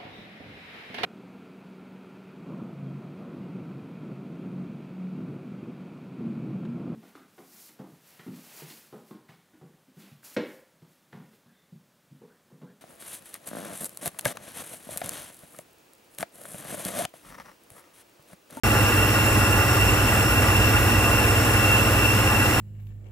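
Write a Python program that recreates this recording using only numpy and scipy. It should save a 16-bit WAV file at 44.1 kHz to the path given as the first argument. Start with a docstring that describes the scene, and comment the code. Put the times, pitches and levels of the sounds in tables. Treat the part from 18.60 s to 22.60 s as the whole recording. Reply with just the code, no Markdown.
"""An industrial gas turbine runs at steady load outdoors, heard from its yard through two close mic ports.
From the first moment the exhaust roars, the compressor whines at its blade rate, the intake duct rings
and shaft and generator hum. Turbulence smears each blade harmonic into a hiss. Around two seconds in,
the deep rumble and a narrow whistle on the blade rate swell; in the last second the whistle surges
and dips several times in the moving air."""
import sys
import numpy as np
from scipy import signal
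from scipy.fft import rfft, irfft
from scipy.io import wavfile
from scipy.ndimage import uniform_filter1d

SR = 44100
rng = np.random.default_rng(int(sys.argv[2]) if len(sys.argv) > 2 else 0)


def digitize_waveform(pressure):
    """Quantize a signal to 16-bit integers and store it at the path in sys.argv[1].

    Rows of a 2-D input are taken as channels; values are limited to [-1, 1].
    """
    field = np.atleast_2d(pressure).T
    bounded = np.clip(field, -1, 1)
    quanta = np.round(bounded * 32767).astype(np.int16)
    wavfile.write(sys.argv[1], SR, quanta)


N = 176400
TIME = np.arange(N) / SR
FREQS = np.maximum(np.arange(N // 2 + 1) * SR / N, 1)
FLUTTER_HZ, WAVER_HZ = 10, 3.8  # how fast noise flutters and tones waver


# The roar's tone colour. Each row: frequency in Hz, level in dB per Hz.
ROAR_SPECTRUM = [(15, -88), (23, -74), (30, -54), (39, -54), (58, -44.5), (70, -50.5), (88, -42.5),
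                 (125, -54.5), (160, -55.5), (240, -51.5), (320, -55), (400, -54.5), (520, -54.5),
                 (620, -57.5), (790, -57), (950, -59.5), (1300, -60), (1800, -62), (2200, -63.5),
                 (2480, -63), (3000, -71.5), (3400, -69.5), (3700, -72), (4400, -75.5), (6300, -74),
                 (7500, -67.5), (9000, -72), (10000, -71), (12400, -77.5), (15000, -87)]
# The deep rumble's slow swell. Each row: time in seconds, gain in dB.
RUMBLE_RIDE = [(0, -1.5), (1.4, 0.2), (2.15, 2), (2.8, -1), (4, -1.5)]

def exhaust_roar(rumble_top_hz=95):
    """Combustion and flow noise: a swelling rumble under octave bands that flutter partly together."""
    spectra = air_noise() * from_db(over_freqs(ROAR_SPECTRUM)[0])
    shared_db = .45 * drift(FLUTTER_HZ)
    octave = np.maximum(np.ceil(np.log2(FREQS / rumble_top_hz)), 0)
    bands = []
    for k in np.unique(octave):
        flutter_db = shared_db + .32 * drift(FLUTTER_HZ)
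        bands.append(at_ports(spectra * (octave == k)) * from_db(flutter_db))
    rumble, *rush = bands
    return rumble * from_db(np.interp(TIME, *np.transpose(RUMBLE_RIDE))) + sum(rush)


# Hiss bands on the blade harmonics, first to fifth. Each row: width in Hz, level in dB, flutter in dB.
BLADE_HISS = [(82, -30.5, 1.5), (210, -39, 0.9), (260, -34, 0.95), (450, -38.5, 1.06), (700, -39, 0.5)]
# The shape of the whistle's swell. Each row: time in seconds, level in dB before centring and widening.
WHISTLE_RIDE = [(0.0, -27.5), (0.68, -26.5), (1.52, -27.5), (1.56, -28), (1.96, -25.5), (2.0, -23),
                (2.12, -26.5), (2.2, -27.5), (2.32, -27), (2.4, -26), (2.92, -27.5), (3.0, -25),
                (3.2, -21.5), (3.28, -29.5), (3.48, -22.5), (3.56, -28.5), (3.8, -24.5), (3.99, -31)]

def compressor_whine(blade_hz=2721.5, swell_depth=1.64):
    """Blade harmonics smeared by turbulence; a narrow, swelling whistle and its faint octave stand out."""
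    hiss = sum(from_db(db + flutter_db * drift(FLUTTER_HZ)) * resonance(blade_hz * k, width_hz)
               for k, (width_hz, db, flutter_db) in enumerate(BLADE_HISS, 1))
    core = at_ports(rfft(tone(blade_hz, level_db=-33, waver_db=1.5, wander_rad=.62)))
    breath = from_db(-29.5) * resonance(blade_hz, width_hz=26.6)
    whistle = hold_level(core + breath)
    octave = from_db(-45) * resonance(2 * blade_hz, width_hz=24)
    ride_db = np.interp(TIME, *np.transpose(WHISTLE_RIDE))
    swell = from_db(swell_depth * (ride_db - ride_db.mean()))
    return hiss + whistle * swell + octave


# The ring of duct and casing. Each row: pitch in Hz, width in Hz, level in dB.
DUCT_MODES = [(846.7, 25, -38), (1052.5, 20.4, -37.5), (1192, 42, -35.5), (1422, 61, -32.5),
              (1624, 24, -38.5), (1713, 11, -40.5), (1912, 18, -42.5), (1945, 26, -37.5)]

def duct_ring():
    """Air flow keeps the duct's resonances ringing, and they flutter as one."""
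    flutter_db = 1.2 * drift(FLUTTER_HZ)
    ring = sum(from_db(db) * resonance(hz, width_hz) for hz, width_hz, db in DUCT_MODES)
    return from_db(flutter_db) * ring


# The shaft's hum. Each entry: level in dB, for harmonics one to three.
SHAFT_HARMONICS = [-26.5, -39.5, -35.5]
# The generator's hum. Each entry: level in dB, for harmonics one and two.
GENERATOR_HARMONICS = [-33.5, -29.5]
# Thin tones of pumps, fans and gears. Each row: pitch in Hz, level in dB.
AUXILIARY_TONES = [(85.1, -47), (320.4, -39), (552.7, -42.5), (1163.5, -51.5), (1468, -45), (1717, -44),
                   (4149, -52)]

def machine_hum(shaft_hz=101.94, generator_hz=60):
    """Shaft and generator lay down a firm drone; pumps, fans and gears add less steady tones."""
    rotors = [(shaft_hz, SHAFT_HARMONICS), (generator_hz, GENERATOR_HARMONICS)]
    drone = sum(tone(hz * k, db, waver_db=.33, wander_rad=.12)
                for hz, levels in rotors for k, db in enumerate(levels, 1))
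    auxiliaries = sum(tone(hz, db, waver_db=1.7, wander_rad=.6) for hz, db in AUXILIARY_TONES)
    return at_ports(rfft(drone + auxiliaries))


# The stereo image between the two ports. Each row: frequency in Hz, likeness from 0 to 1,
# left lead in microseconds, left minus right in dB.
STEREO_IMAGE = [(60, 0.91, 80, -1.8), (110, 0.92, 80, -2.1), (300, .93, 80, -0.6), (800, 0.81, 100, 0),
                (1290, 0.89, 86, -0.2), (2050, 0.76, 97, -4), (2720, 0.78, 116, 0), (3340, 0.27, 10, 4),
                (4200, 0.63, -4, 1), (5270, 0.2, 39, 6), (5610, 0.36, -39, 1), (7100, 0.1, -27, 1),
                (7600, 0.73, -47.5, -1.5), (8470, .9, -58, 2), (9740, 1, -63.5, -5),
                (11000, 0.76, -67.5, 3.5), (12400, .75, -71, -6)]

def at_ports(spectra, mono_above_hz=12600):
    """Spectra to stereo sound, with the lead and balance between the ports; the top treble is centred."""
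    _, lead_us, balance_db = over_freqs(STEREO_IMAGE)
    left_lead = np.exp(2j * np.pi * FREQS * lead_us / 1e6)
    pan = np.array([from_db(balance_db / 2) * left_lead, from_db(-balance_db / 2)])
    return irfft(np.where(FREQS < mono_above_hz, spectra * pan, spectra[0]), N)


def air_noise():
    """Spectra of stereo white noise, 0 dB per Hz, partly alike in the two ports."""
    likeness = np.clip(over_freqs(STEREO_IMAGE)[0], 0, .995)
    mid, side = rfft(rng.standard_normal((2, N))) * np.sqrt(SR) / 2
    return np.sqrt(1 + likeness) * mid + np.sqrt(1 - likeness) * side * np.array([[1], [-1]])


def resonance(hz, width_hz):
    """Turbulence ringing in one resonance; rms about 1."""
    response = 1 / (1 + 1j * (FREQS ** 2 - hz ** 2) / (FREQS * width_hz))
    skirt = 1 / (1 + ((FREQS - hz) / (5 * width_hz)) ** 2)
    return at_ports(air_noise() * response * np.sqrt(skirt / (np.pi / 2 * width_hz)))


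def tone(hz, level_db, waver_db, wander_rad):
    """A sine, set by its rms level, whose level and phase waver on the way through the air."""
    phase = 2 * np.pi * (hz * TIME + rng.random()) + wander_rad * drift(WAVER_HZ)
    wave = np.sin(phase) * from_db(waver_db * drift(WAVER_HZ))
    fade = np.minimum(np.minimum(TIME, TIME[::-1]) / .01, 1)  # 10 ms at each end
    return from_db(level_db) * fade * wave / wave.std()


def hold_level(sound, window_s=.12):
    """A leveller that holds the sound's slow power at its mean."""
    power = np.mean(sound ** 2, axis=0)
    return sound * np.sqrt(power.mean() / uniform_filter1d(power, int(window_s * SR)))


def drift(rate_hz):
    """Slow random movement with a spread of 1."""
    slow = irfft(rfft(rng.standard_normal(N)) / (1 + (FREQS / rate_hz) ** 2), N)
    return (slow - slow.mean()) / slow.std()


def over_freqs(rows):
    """A table's columns as curves, joined by straight lines on a log-frequency axis."""
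    hz, *columns = np.transpose(rows)
    return [np.interp(np.log(FREQS), np.log(hz), column) for column in columns]


def from_db(db):
    """Decibels to gain."""
    return 10 ** (np.asarray(db) / 20)


def scene():
    """All layers of the running turbine, sounding together."""
    return exhaust_roar() + machine_hum() + duct_ring() + compressor_whine()


def record(dry, start_s=.035, cutoff_hz=15600):
    """The sound cuts in after an instant of silence; a steep low-pass trims the top."""
    low_pass = signal.ellip(10, .1, 90, cutoff_hz, fs=SR, output="sos")
    return signal.sosfilt(low_pass, dry * (TIME >= start_s) + 1e-18)


dry = scene()
out = record(dry)
digitize_waveform(out)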